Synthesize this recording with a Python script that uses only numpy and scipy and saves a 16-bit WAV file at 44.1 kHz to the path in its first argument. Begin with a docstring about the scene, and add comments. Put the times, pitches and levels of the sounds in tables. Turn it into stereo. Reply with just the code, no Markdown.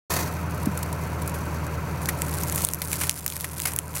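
"""A frozen rose is crushed in a gloved hand, close up, outdoors at night.
Its brittle petals fizz, snap and crunch in tiny fractures, and their thick bases crack like wood.
Before the squeeze, a sleeve swishes, leaves brush the glove and the camera takes a soft knock.
An engine idles nearby on the left, throbbing, whirring and clattering.
The sharpest snaps make a limiter duck everything."""
import sys
import numpy as np
from scipy import signal
from scipy.fft import rfft, irfft
from scipy.io import wavfile
from scipy.ndimage import uniform_filter1d

SR = 44100
rng = np.random.default_rng(int(sys.argv[2]) if len(sys.argv) > 2 else 0)


def to_wav(s):
    """Save 16-bit WAV."""
    ch = np.atleast_2d(s).T  # columns
    pcm = np.round(np.clip(ch, -1, 1) * 32767)  # PCM
    wavfile.write(sys.argv[1], SR, pcm.astype(np.int16))


N = 176400
T, HZ = np.arange(N) / SR, np.fft.rfftfreq(N, 1 / SR)
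MILLISECOND = .001


# Petals giving way. Each row: moment of the break in seconds, level in dB over 1 ms.
PETAL_SNAPS = [(1.667, -31.5), (2.058, -20), (2.2198, -14), (2.4355, -18.5), (2.498, -17.5), (2.524, -19),
               (2.56, -15.5), (2.580, -18.5), (2.6496, -5.5), (2.688, -10), (2.736, -9), (2.7464, -13.5),
               (2.819, -10), (2.917, -16), (2.9308, -10.5), (3.071, -23), (3.0955, -1.5), (3.1113, -9.5),
               (3.2635, -2.5), (3.2795, -9), (3.3014, -12), (3.3665, -11), (3.409, -10.5), (3.6013, -10),
               (3.62, -11), (3.736, -17), (3.763, -10.5), (3.789, -4)]

def snaps():
    """Single frozen petals break, each with one sharp snap."""
    out = np.zeros(N)
    for s, db in PETAL_SNAPS:
        add(out, s - MILLISECOND, amp(db) * shard(break_s=.00022, splinter_s=.00089))
    return out


# The glassy ring of a brittle petal. Each row: frequency in Hz, gain in dB.
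PETAL_COLOUR = [(300, -34), (2300, -10.5), (3600, -12.5), (5500, -11), (8000, -5), (11800, -3),
                (14000, -10), (16000, -9)]

def shard(break_s, splinter_s, size=1024):
    """One break, 1 ms in, amid splinters, in a petal of its own colour; energy of 1 ms at rms 1."""
    t, hz = T[:size] - MILLISECOND, np.fft.rfftfreq(size, 1 / SR)
    splinters = np.exp(-abs(t) / np.where(t < 0, 2 * break_s, splinter_s))
    envelope = np.exp(-(t / break_s) ** 2) + .56 * splinters
    tint_db = 2.5 * np.interp(hz, np.linspace(0, SR / 2, 20), rng.standard_normal(20))
    snap = ring(envelope * rng.standard_normal(size), read(PETAL_COLOUR, hz) + tint_db)
    return snap / np.sqrt(np.sum(snap ** 2) / (SR * MILLISECOND))


# The crackle rides the squeeze of the hand. Each row: time in seconds, level in dB.
SQUEEZE_LEVEL = [(1.95, -73), (2.03, -43), (2.16, -52), (2.22, -43), (2.41, -36), (2.45, -42.5),
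                 (2.56, -33), (2.64, -31), (2.7, -35), (2.78, -43), (2.82, -36.5), (2.89, -34.5),
                 (2.935, -33), (2.98, -35), (3.01, -32), (3.08, -34), (3.12, -27.5), (3.23, -36),
                 (3.32, -30), (3.45, -35.5), (3.52, -39), (3.67, -28), (3.77, -40.5), (3.82, -43.5),
                 (3.93, -38), (3.965, -20.5), (4, -35)]

def crackle():
    """Tiny fractures make a clumpy fizz and separate ticks of many colours, swelling with the squeeze."""
    fractures = grains(per_s=7000, spread_db=4)
    clumps = amp(6 * np.clip(drift(.0085), -2, 2))
    fizz = unit(ring(fractures * clumps, read(PETAL_COLOUR)))
    ticks, ticks_per_s, colours = np.zeros(N), 210, 20
    for _ in range(colours):
        breaks = grains(ticks_per_s / colours, spread_db=2.5)
        ticks += signal.oaconvolve(breaks, shard(break_s=.00012, splinter_s=.00048))[:N]
    return amp(curve(SQUEEZE_LEVEL)) * (amp(-.5) * fizz + amp(1) * unit(ticks))


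# Glove and petals crunching. Each row: start in seconds, decay in seconds, level in dB.
FIST_CRUNCHES = [(0.136, 0.0035, -23), (1.339, 0.018, -34.5), (2.086, 0.006, -18.5), (2.816, 0.0059, -20.5),
                 (2.926, 0.011, -22.5), (3.011, 0.013, -20), (3.033, 0.01, -21.5), (3.441, 0.0053, -15),
                 (3.653, 0.0049, -11), (3.669, 0.018, -19.5), (3.961, 0.0082, -21.5)]
# The hollow of the fist. Each row: frequency in Hz, gain in dB.
FIST_COLOUR = [(200, -12.5), (2250, 3), (3500, -6), (5500, -5.5), (8500, -2), (12000, 1.5), (16000, -11)]

def crunches(rise_s=.004):
    """Short avalanches of fractures, darkened by the hollow of the fist."""
    level = np.zeros(N)
    attack = np.minimum(T / rise_s, 1)
    for s, decay_s, db in FIST_CRUNCHES:
        add(level, s, amp(db) * attack * np.exp(-np.maximum(T - rise_s, 0) / decay_s))
    return level * unit(ring(grains(per_s=5000, spread_db=-3), read(FIST_COLOUR)))


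# Petal bases cracking. Each row: start in seconds, level in dB over 1 ms.
BASE_CRACKS = [(2.647, -16), (2.818, -18), (3.036, -17), (3.2625, -10), (3.442, -11)]

def cracks(pitch_hz=2200, ring_s=.0006, splinter_s=.002):
    """Thick petal bases crack with a short woody ring, each at a slightly different pitch."""
    out, t = np.zeros(N), T[:SR // 20]
    for s, db in BASE_CRACKS:
        splinters = rng.standard_normal(len(t)) * np.exp(-t / splinter_s)
        mode = np.exp(-t / ring_s) * np.sin(2 * np.pi * pitch_hz * rng.uniform(.88, 1.12) * t)
        crack = signal.fftconvolve(splinters, mode)
        add(out, s, amp(db) * crack / np.sqrt(np.sum(crack ** 2) / (SR * MILLISECOND)))
    return out


# The leaf scrapes that stand out. Each row: start in seconds, level in dB.
LEAF_SCRAPES = [(.628, -35), (.656, -31.5), (.774, -26.5), (.789, -35), (.829, -25.5), (.927, -34),
                (1.218, -33), (1.275, -28), (1.294, -32)]

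def leaves(from_s=.3, to_s=1.46, per_s=28, decay_s=.0018, faint_db=-37.5):
    """Leaves brush the glove as the rose is lowered into it: a few clear scrapes, many faint ones."""
    level, age = np.zeros(N), T[:SR // 20] / decay_s
    starts = np.arange(from_s, to_s, 1 / per_s)
    scatter = rng.random((len(starts), 2))
    faint = [(s + late / per_s, faint_db - 10 * weak) for s, (late, weak) in zip(starts, scatter)]
    for s, db in LEAF_SCRAPES + faint:
        add(level, s, amp(db) * age * np.exp(1 - age))
    return level * unit(ring(rng.standard_normal(N), read(PETAL_COLOUR)))


# Where the rose sits. Each row: frequency in Hz, left over right in dB.
ROSE_PAN = [(1000, 2), (4000, .1), (7500, .7), (13000, 2.4)]

def near_hand(rose, width=.11, echo_db=-17, echo_s=.005, size=2048):
    """The glove adds brief reflections, just left of centre; shards throw their treble to either side."""
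    echoes = rng.standard_normal(size) * np.exp(-T[:size] / echo_s)
    mid = rose + amp(echo_db) * signal.fftconvolve(rose, echoes / np.linalg.norm(echoes))[:N]
    treble = np.diff(mid, n=2, prepend=[0, 0])
    side = width * drift(.002) * treble
    return pan_left(np.array([mid + side, mid - side]), ROSE_PAN)


# The swish of the sleeve, settling to a faint rub. Each row: time in seconds, level in dB.
SLEEVE_LEVEL = [(.09, -30), (.11, -26), (.16, -26.5), (.22, -30), (.29, -41), (.42, -44.5)]
# The tone of stiff cloth. Each row: frequency in Hz, gain in dB.
SLEEVE_COLOUR = [(40, -19), (200, 3.5), (520, 7.5), (1800, 1), (3300, -6.5), (6000, 1), (8500, -3.5),
                 (12500, -0.5), (16000, -7)]

def sleeve(flutter_db=1.97, smear_s=.008):
    """Stiff cloth catches and slides past the microphone."""
    rub = np.array([unit(ring(grains(per_s=6000, spread_db=2.5), read(SLEEVE_COLOUR))) for _ in range(2)])
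    body = rng.standard_normal(SR // 20) * np.exp(-T[:SR // 20] / smear_s)
    rub += signal.oaconvolve(rub, body[None] / np.linalg.norm(body))[:, :N]
    level = amp(curve(SLEEVE_LEVEL) + flutter_db * drift(.0098))
    return level * unit(rub + .55 * rub[::-1])  # each side bleeds into the other


# Soft knocks. Each row: centre in seconds, pitch in Hz, width in seconds, level in dB.
CAMERA_KNOCKS = [(0.674, 222, 0.0022, -10.5), (0.694, 187, .005, -22)]

def knocks():
    """The camera is nudged: dull thumps, only a few cycles long."""
    return sum(amp(db) * np.exp(-((T - s) / width) ** 2 / 2) * np.sin(2 * np.pi * hz * (T - s))
               for s, hz, width, db in CAMERA_KNOCKS)


# The wandering idle speed. Each row: time in seconds, firings per second.
FIRING_RATE = [(0, 81.3), (.5, 82), (1.4, 79.2), (2.3, 79), (2.8, 81), (4, 78.7)]

def engine():
    """An idling engine hums, clatters and whirrs, all locked to its cycle of eight firings."""
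    cycle = np.cumsum(curve(FIRING_RATE)) / SR / 8
    return exhaust(cycle) + clatter(cycle) + whirrs(cycle)


# The strong exhaust tones. Each entry: pitch as a multiple of the cycle rate.
EXHAUST_ORDERS = [8, 10, 12, 13, 14, 15, 16, 18, 19, 29, 59]
# Their balance, in the same order. Each entry: level in dB.
EXHAUST_DB = [-33.5, -42.5, -41, -46, -44.5, -43.5, -37, -45.5, -51, -51, -48.5]

def exhaust(cycle, waver=.15, throb_place=.42, lag_cycles=.09):
    """Wavering exhaust tones beat into a throb once a cycle; the lower ones peak later."""
    hum = np.zeros(N)
    for order, db in zip(EXHAUST_ORDERS, EXHAUST_DB):
        turns = order * (cycle - throb_place) + lag_cycles * (order - 16) ** 2 / 2
        hum += amp(db) * np.sqrt(2) * (1 + waver * drift(.047)) * np.sin(2 * np.pi * turns)
    return hum


# The dark tone of clatter and fan wash. Each row: frequency in Hz, gain in dB.
CLATTER_COLOUR = [(20, -7), (95, 3), (150, 3), (260, 4), (750, -2), (1450, -4.5), (1800, -10),
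                  (2500, -10.5), (3500, -26.5), (4800, -26.5), (7000, -53), (11000, -43), (16000, -49)]
# Wide in the bass, narrow on top. Each row: frequency in Hz, left-right likeness from 0 to 1.
CLATTER_LIKENESS = [(100, 0.1), (300, 0.46), (1000, 0.52), (10000, 1)]

def clatter(cycle, level_db=-34.5, repeat_share=.3):
    """Engine clatter and fan wash: noise that, above 200 Hz, partly repeats with each cycle."""
    loop = rng.standard_normal((2, SR // 10))
    repeating = rfft(loop[:, (cycle % 1 * (SR // 10)).astype(int)])
    fresh = rfft(rng.standard_normal((2, N)))
    share = repeat_share * np.clip(HZ / 200 - 1, 0, 1)
    left, apart = (np.sqrt(share) * repeating + np.sqrt(1 - share) * fresh) * amp(read(CLATTER_COLOUR))
    likeness = read(CLATTER_LIKENESS)
    right = likeness * left + np.sqrt(1 - likeness ** 2) * apart
    return amp(level_db) * unit(irfft(np.array([left, right])))


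# The engine's whirrs. Each row: start in the cycle from 0 to 1, pitch in Hz, level in dB.
ENGINE_WHIRRS = [(.33, 968.4, -35.5), (.46, 1097, -45), (.72, 1539, -42.5), (.85, 1335, -40.5),
                 (.99, 1057, -44)]

def whirrs(cycle, length_cycles=.29, pitch_fall=.03):
    """Slightly rough resonances swell and slide down, one after another, in every engine cycle."""
    out = np.zeros(N)
    for place, hz, db in ENGINE_WHIRRS:
        age = np.minimum((cycle - place) % 1 / length_cycles, 1)
        phase = 2 * np.pi * np.cumsum(hz * (1 - pitch_fall * (age - .5))) / SR
        rough_tone = np.cos(phase) + .5 * drift(.013) * np.sin(phase)
        out += amp(db) * np.sin(np.pi * age) * rough_tone
    return out


def grains(per_s, spread_db):
    """A train of tiny clicks of random sign and size, at rms 1."""
    size = amp(spread_db * np.minimum(rng.exponential(1, N), 4))
    return unit(size * rng.choice([-1, 1], N) * (rng.random(N) < per_s / SR))


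def ring(x, db):
    """Colours a sound with a gain per frequency bin, ringing only after each hit (minimum phase)."""
    log_gain = np.log(amp(np.r_[db, db[-2:0:-1]]))
    return irfft(rfft(x) * np.exp(np.conj(signal.hilbert(log_gain)))[:len(db)])


def drift(seconds):
    """Smooth random motion of rms 1."""
    return unit(irfft(rfft(rng.standard_normal(N)) * np.exp(-(HZ * seconds) ** 2)))


def pan_left(x, table):
    """Tips a sound to the left by a table of level differences."""
    return irfft(rfft(x) * amp(np.outer([.5, -.5], read(table))))


def amp(db):
    """Decibels to gain."""
    return 10 ** (np.asarray(db) / 20)


def unit(x):
    """Scales to rms 1."""
    return x / np.sqrt(np.mean(x ** 2) + 1e-20)


def curve(points):
    """A control curve at every sample."""
    return np.interp(T, *np.transpose(points))


def read(points, hz=HZ):
    """Reads a spectrum table along a log-frequency axis."""
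    f, value = np.transpose(points)
    return np.interp(np.log(hz + 1), np.log(f), value)


def add(mix, s, sound):
    """Mixes a sound in at s seconds."""
    part = mix[max(round(s * SR), 0):][:len(sound)]
    part += sound[:len(part)]


# Where sleeve, knocks and engine sit. Each row: frequency in Hz, left over right in dB.
BACKGROUND_PAN = [(40, 1.5), (80, 2.5), (250, 2.6), (700, 4.8), (1300, 4.5), (3000, 1.5)]

def scene():
    """The rose in front; sleeve, knocks and engine to the left."""
    rose = near_hand(leaves() + snaps() + crunches() + crackle())
    return rose + pan_left(sleeve() + knocks() + engine(), BACKGROUND_PAN)


def record(dry, limit_db=-12.5, attack_s=.0011, recover_db_per_s=9.5, start_s=.097, top_hz=16000):
    """A limiter ducks fast and recovers slowly; then a quick fade-in, clipping and a low-pass."""
    power_db = 10 * np.log10(abs(uniform_filter1d((dry ** 2).mean(0), size=44)) + 1e-12)
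    recovery_db = T * recover_db_per_s
    held_db = np.maximum.accumulate(power_db + recovery_db) - recovery_db
    over_db = np.maximum(held_db - limit_db, 0)
    pole = np.exp(-1 / (attack_s * SR))
    duck_db = signal.lfilter([1 - pole], [1, -pole], over_db)
    fade_in = np.clip((T - start_s) / .0095, 0, 1)
    clipped = np.clip(dry * amp(-duck_db) * fade_in, -1, 1)
    low_pass = signal.firwin(255, top_hz, window=("kaiser", 8), fs=SR)
    return signal.oaconvolve(clipped, low_pass[None], "same")


dry = scene()
out = record(dry)
to_wav(out)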